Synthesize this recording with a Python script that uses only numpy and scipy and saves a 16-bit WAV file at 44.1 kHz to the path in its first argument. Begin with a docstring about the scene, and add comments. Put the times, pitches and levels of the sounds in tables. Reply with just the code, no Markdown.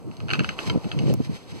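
"""A loose sail sheet on a metal frame in a walled yard, over a hush of wind in trees.
From 0.1 s the sheet rustles and snaps taut, ringing the frame; the snaps crowd at 0.3-0.5 s.
A rubbing tone sinks from 0.6 to 0.9 s; the rig knocks once at 0.7 s. Gusts buffet the microphone
in low puffs, hardest at 0.75-1.2 s. The last snap is at 1.1 s, then one sharp, close tick;
rustle and puffs go on. A late, inverted copy widens the stereo throughout."""
import sys
import numpy as np
from scipy import signal
from scipy.fft import rfft, irfft, next_fast_len
from scipy.io import wavfile
from scipy.ndimage import uniform_filter1d, map_coordinates

SR = 44100
rng = np.random.default_rng(int(sys.argv[2]) if len(sys.argv) > 2 else 0)


def persist_wave(psi):
    """Save psi, clipped to +-1, as 16-bit WAV."""
    counts = np.round(np.clip(psi, -1, 1) * 32767).astype(np.int16)
    wavfile.write(sys.argv[1], SR, np.atleast_2d(counts).T)


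N = 70560  # 1.6 s


def amp(db):
    """Decibels to gain."""
    return 10 ** (np.asarray(db) / 20)


def unit(x):
    """Scale to rms 1."""
    return x / np.sqrt(np.mean(x ** 2) + 1e-20)


def along(points, hz):
    """Interpolate (freq_hz, value) points on a log axis."""
    freq_hz, values = np.transpose(points)
    return np.interp(np.log(hz + 1), np.log(freq_hz + 1), values)


def curve(points):
    """Interpolate (time_s, value) points, one value per sample."""
    return np.interp(np.arange(N) / SR, *np.transpose(points))


def wobble(knots_per_s):
    """Smooth random curve."""
    return map_coordinates(rng.standard_normal(N // 10), [np.arange(N) * knots_per_s / SR])


def filtered(x, response):
    """Apply the frequency response response(hz)."""
    size = next_fast_len(N + SR // 2)
    return irfft(rfft(x, size) * response(np.fft.rfftfreq(size, 1 / SR)), size)[..., :N]


def coloured(x, spectrum):
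    """Shape x by (freq_hz, level_db) points; rms 1."""
    return unit(filtered(x, lambda hz: amp(along(spectrum, hz))))


def noise(spectrum):
    """Two independent noises with the given spectrum."""
    return coloured(rng.standard_normal((2, N)), spectrum)


def evened(x, samples):
    """Flatten the chance swells of a noise."""
    power = uniform_filter1d(np.abs(signal.hilbert(x)) ** 2, samples)
    return unit(x / np.sqrt(np.abs(power) + 1e-9))


def struck(x, gain_db, size=4096):
    """Pass a short excitation through a minimum-phase filter; output energy 1 per row."""
    cepstrum = irfft(np.log(amp(gain_db(np.fft.rfftfreq(size, 1 / SR)))))
    cepstrum[1:size // 2] *= 2
    cepstrum[size // 2 + 1:] = 0
    impulse_response = irfft(np.exp(rfft(cepstrum)))
    out = signal.fftconvolve(x, impulse_response[None], axes=1)
    return out / np.linalg.norm(out, axis=1, keepdims=True)


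def burst(t, t60_s):
    """Two independent decaying noises."""
    return rng.standard_normal((2, len(t))) * amp(-60 * t / t60_s)


def mode(t, hz, t60_s):
    """Decaying sine at two random phases."""
    return np.sin(2 * np.pi * (hz * t + rng.random((2, 1)))) * amp(-60 * t / t60_s)


def add(track, start_s, x):
    """Mix x into the track."""
    i = round(start_s * SR)
    track[:, i:i + x.shape[1]] += x[:, :N - i]


def widened(pair, cross, apart_db, delay_s=25 / SR):
    """Stereo from a shared and a weaker second signal; the left gets the late, inverted copy."""
    shared, apart = pair[0], amp(apart_db) * pair[1]
    late = filtered(np.array([shared, apart]), lambda hz: np.exp(-2j * np.pi * hz * delay_s))
    return np.array([cross * shared - late[0] + apart, shared - cross * late[0] + late[1]])


def yard():
    """Steady hush of wind in the trees around the yard."""
    # freq_hz, level_db
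    hush_spectrum = [(30, -24), (120, 3.5), (350, 4), (700, -8), (1100, -12), (2000, -23), (4500, -34),
                     (8000, -27.5), (15000, -40)]
    return widened(amp(-50.5) * noise(hush_spectrum), cross=0.45, apart_db=-4.5)


def wind(strong_db=-7, low_cut_hz=95):
    """Puffs and slapping eddies on the microphone over a rumble; stronger ones reach higher."""
    # peak_s, level_db, rise_s, fall_s
    puffs = [(.092, -31, 0.037, 0.022), (.24, -33.5, 0.017, 0.019), (.33, -26.5, 0.008, 0.027),
             (0.407, -22.5, 0.022, .019), (0.486, -32, 0.007, 0.023), (0.689, -24.5, 0.015, 0.04),
             (.75, -20.5, 0.013, 0.014), (.776, -19.5, 0.0079, 0.0062), (0.861, -21, 0.012, 0.0095),
             (.998, -20.5, 0.019, 0.02), (1.055, -19.5, 0.029, 0.022), (1.107, -16, 0.021, 0.018),
             (1.147, -22.5, 0.013, 0.0048), (1.207, -20, 0.0076, 0.007), (1.314, -31, 0.036, 0.023),
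             (1.55, -34.5, 0.028, .03)]
    # centre_s, level_db, pitch_hz
    eddies = [(.236, -24, 110), (.3302, -22, 150), (.391, -13, 135), (.4087, -15.5, 175), (.485, -22, 115),
              (.7597, -6, 180), (.861, -19, 230), (.967, -15, 150), (1.041, -18, 220), (1.0655, -14, 190),
              (1.0815, -11.5, 300), (1.1008, -11.5, 190), (1.1103, -14, 370), (1.129, -23, 500),
              (1.2048, -12, 195), (1.2976, -15.5, 195)]
    # time_s, level_db
    rumble_levels = [(0, -41), (.11, -42), (.17, -43), (.2, -31), (.27, -27.5), (.35, -40), (.4, -28),
                     (.5, -33.5), (.62, -43), (.68, -28), (.75, -25), (.81, -42), (.91, -36), (.95, -25),
                     (1.17, -23.5), (1.26, -36), (1.34, -29), (1.41, -57.5), (1.55, -30.5), (1.6, -49)]
    # freq_hz, level_db
    puff_spectrum = [(20, -34), (50, -19), (90, -5), (140, 4.5), (200, 0.5), (300, -10), (450, -17),
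                     (800, -39.5), (2000, -74), (6000, -96)]
    edge_spectrum = [(80, -37), (200, -4), (350, -3), (500, -0.5), (750, -20), (1300, -23.5), (3000, -44),
                     (8000, -76)]
    rumble_spectrum = [(20, -30), (50, -5.5), (85, -0.5), (120, 2), (170, -7.5), (300, -21), (600, -47.5),
                       (2000, -82)]

    def swing(cycles):
        """One brief swing of pressure."""
        return np.sin(2 * np.pi * cycles) * np.exp(-(cycles / 0.63) ** 2)

    t = np.arange(N) / SR
    push = np.sqrt(sum(amp(db) ** 2 * np.exp(-((t - s) / np.where(t < s, rise_s, fall_s)) ** 2)
                       for s, db, rise_s, fall_s in puffs))
    air = push * evened(noise(puff_spectrum), samples=300)
    air += amp(curve(rumble_levels)) * evened(noise(rumble_spectrum), samples=1500)
    air += amp(-24) * (push / amp(strong_db)) ** 1.25 * evened(noise(edge_spectrum), samples=300)
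    for centre_s, level_db, pitch_hz in eddies:
        cycles = pitch_hz * (centre_s - t)
        steep_core = amp(-22.5 + 2 * (level_db - strong_db)) * swing(2.9 * cycles)
        air += amp(level_db) * swing(cycles) + steep_core
    air = filtered(air, lambda hz: hz ** 2 / np.hypot(hz ** 2, low_cut_hz ** 2))
    return widened(air, cross=0.027, apart_db=-22)


def tick(start_s=1.139, t60_s=0.007):
    """One dry, bright tick at the microphone."""
    # freq_hz, level_db
    tick_spectrum = [(300, 7), (1300, 4), (3000, -2), (5000, -0.5), (10000, -3.5), (15000, -2.5)]
    out, t = np.zeros((2, N)), np.arange(SR // 50) / SR
    add(out, start_s, amp(-12) * struck(burst(t, t60_s), lambda hz: along(tick_spectrum, hz)))
    return widened(out, cross=0.12, apart_db=-2)


def rubbing(tone_width_hz=170):
    """The sheet rubs with a hollow rush, in which a fuzzy tone sinks."""
    # time_s, pitch_hz, level_db
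    tone_glide = [(.57, 1150, -65), (.62, 1070, -49), (.68, 960, -53), (.80, 890, -54), (.86, 770, -57),
                  (.92, 700, -66)]
    # time_s, level_db
    rush_levels = [(0, -53.5), (.28, -48), (.35, -43.5), (.55, -43), (.62, -37.5), (.72, -39), (.82, -45),
                   (.95, -41.5), (1.18, -53.5), (1.35, -45.5), (1.41, -54), (1.6, -47.5)]
    # freq_hz, level_db
    rush_spectrum = [(200, 8), (450, 6), (750, -1), (1000, -0.5), (1400, -7.5), (2200, -16.5),
                     (5000, -39.5)]
    time_s, pitch_hz, level_db = np.transpose(tone_glide)
    phase = 2 * np.pi * np.cumsum(curve(np.c_[time_s, pitch_hz])) / SR
    envelope = np.interp(np.arange(N) / SR, time_s, amp(level_db), left=0, right=0)
    tone = unit(wobble(tone_width_hz) * np.cos(phase) + wobble(tone_width_hz) * np.sin(phase))
    rush = noise(rush_spectrum) * amp(curve(rush_levels))
    return widened(rush + envelope * tone, cross=0.26, apart_db=-13.5)


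def rustle(creases_per_s=900, crease_db=-4, flutter_db=2, flutters_per_s=45):
    """The sheet's creases crackle finely over a fluttering hiss."""
    # time_s, level_db
    rustle_levels = [(0, -66), (.26, -54), (.33, -46), (.42, -50.5), (.46, -45.5), (.56, -51), (.62, -40),
                     (.65, -43.5), (.677, -35), (.69, -44), (.76, -52), (.88, -50.5), (.97, -50),
                     (1.10, -46), (1.19, -57.5), (1.25, -45.5), (1.29, -56.5), (1.36, -46), (1.39, -52),
                     (1.45, -56.5), (1.55, -48.5), (1.6, -47)]
    # freq_hz, level_db
    cloth_spectrum = [(300, -13), (1000, -10), (1800, 0.5), (2700, -2.5), (4500, -3), (6300, -9.5),
                      (9000, -16.5), (15000, -31)]
    creases = (rng.random(N) < creases_per_s / SR) * rng.standard_normal((2, N))
    level_db = curve(rustle_levels) + flutter_db * wobble(flutters_per_s)
    cloth = unit(noise(cloth_spectrum) + amp(crease_db) * coloured(creases, cloth_spectrum))
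    return widened(cloth * amp(level_db), cross=0.017, apart_db=-10)


def clack(start_s=0.6972, gain_db=-23.5, rise_s=0.0009):
    """A hard part of the rig knocks once and rings briefly."""
    # freq_hz, level_db, t60_s
    rig_modes = [(988, -5.5, 0.055), (1350, -2.5, 0.047), (2170, -2, 0.05), (3097, 5, 0.031),
                 (3935, -2.5, .035), (4870, -1.5, 0.03), (6110, -13, 0.028)]
    out, t = np.zeros((2, N)), np.arange(SR // 5) / SR
    ring = sum(amp(db) * mode(t, hz, t60_s) for hz, db, t60_s in rig_modes)
    add(out, start_s, amp(gain_db) * ring * (1 - np.exp(-t / rise_s)))
    return widened(out, cross=0.077, apart_db=-10)


def snaps():
    """The sheet jerks taut: crack, short crackle, ring of panel and frame, echo off the walls."""
    # start_s, level_db, low_db, high_db, crackle_t60_s, panel_hz
    jerks = [(0.113, -37.5, 6, -4, 0.027, 2640), (0.167, -39, -16, -1, 0.017, 2870),
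             (0.2024, -32.5, -4.5, -12.5, 0.021, 2570), (0.2833, -28, -2, -11.5, .025, 2630),
             (0.2912, -22.5, -8, -23, 0.02, 2750), (0.3033, -16.5, -9.5, -22, 0.013, 2910),
             (0.3111, -15.5, -9, -20, 0.035, 2730), (0.3336, -12, -13, -19, 0.014, 2580),
             (0.3426, -21, -9.5, -19.5, 0.025, 2610), (0.353, -20, -13, -22, 0.02, 2640),
             (0.3924, -13.5, -10, -19.5, 0.012, 2600), (.403, -19, -10, -24, 0.012, 2630),
             (0.435, -34, -16, -12, 0.022, 2680), (0.4441, -18, -9, -19.5, 0.022, 2540),
             (.49, -14.5, -9.5, -20, 0.021, 2610), (0.5886, -17, -15, -24, 0.025, 2625),
             (0.6972, -20, -9, -17, 0.031, 2710), (0.842, -32.5, -11.5, -20, .03, 2740),
             (0.915, -20, -17, -23.5, 0.028, 3300), (0.9886, -23.5, -25.5, -15, 0.027, 2200),
             (1.069, -31.5, -16, -16, 0.028, 2740), (1.098, -34.5, -25, -7, .022, 3000)]
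    # freq_hz, level_db
    sheet_spectrum = [(200, -15), (700, -9), (1000, -9.5), (1400, 1), (1950, -5.5), (2600, -1), (2950, 0.5),
                      (3350, -9), (4000, -9.5), (4550, -7.5), (5300, -21), (6400, -21), (9000, -34.5),
                      (15000, -47)]
    # freq_hz, level_db, t60_s
    frame_modes = [(1280, -5.5, .12), (1456, -5.5, .1), (1616, 0.5, 0.039), (2568, -7.5, 0.042),
                   (2613, -1, .08), (2910, -3, 0.073), (4290, 3, .05), (4477, 4.5, 0.042),
                   (6230, 11, 0.048)]
    crack_s, crack_share = 0.002, 0.58
    plain_low_db, plain_high_db = -12.5, -17.5  # band levels that give no tilt
    gain_db, echo_db, frame_db, panel_db = 13.5, -11, -6, -3.5
    out, t = np.zeros((2, N)), np.arange(SR // 4) / SR
    for start_s, level_db, low_db, high_db, crackle_t60_s, panel_hz in jerks:
        flat_noise = evened(rng.standard_normal((2, len(t))), samples=20)
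        crack = unit(flat_noise * np.exp(-(t / crack_s) ** 2))
        crackle = unit(burst(t, crackle_t60_s))
        echo = amp(echo_db) * unit(burst(t, t60_s=0.17))
        hit = np.sqrt(crack_share) * crack + np.sqrt(1 - crack_share) * crackle + echo
        tilt = [(1400, low_db - plain_low_db), (2600, 0), (4600, high_db - plain_high_db)]
        colour_db = lambda hz: along(sheet_spectrum, hz) + along(tilt, hz)
        frame = sum(amp(db + rng.normal(0, 0.82)) * mode(t, hz, t60_s) for hz, db, t60_s in frame_modes)
        panel = mode(t, panel_hz, t60_s=0.016)
        ring = amp(frame_db) * struck(frame, colour_db) + amp(panel_db) * struck(panel, colour_db)
        add(out, start_s + 0.0005, amp(level_db + gain_db) * (struck(hit, colour_db) + ring))
    return widened(out, cross=0.042, apart_db=-7)


def scene():
    """Sheet, rig, wind, tick and yard together."""
    return snaps() + clack() + rustle() + rubbing() + wind() + tick() + yard()


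def record(dry):
    """Brick-wall low-pass."""
    top_hz = 15900
    return filtered(dry, lambda hz: hz < top_hz)


dry = scene()
out = record(dry)
persist_wave(out)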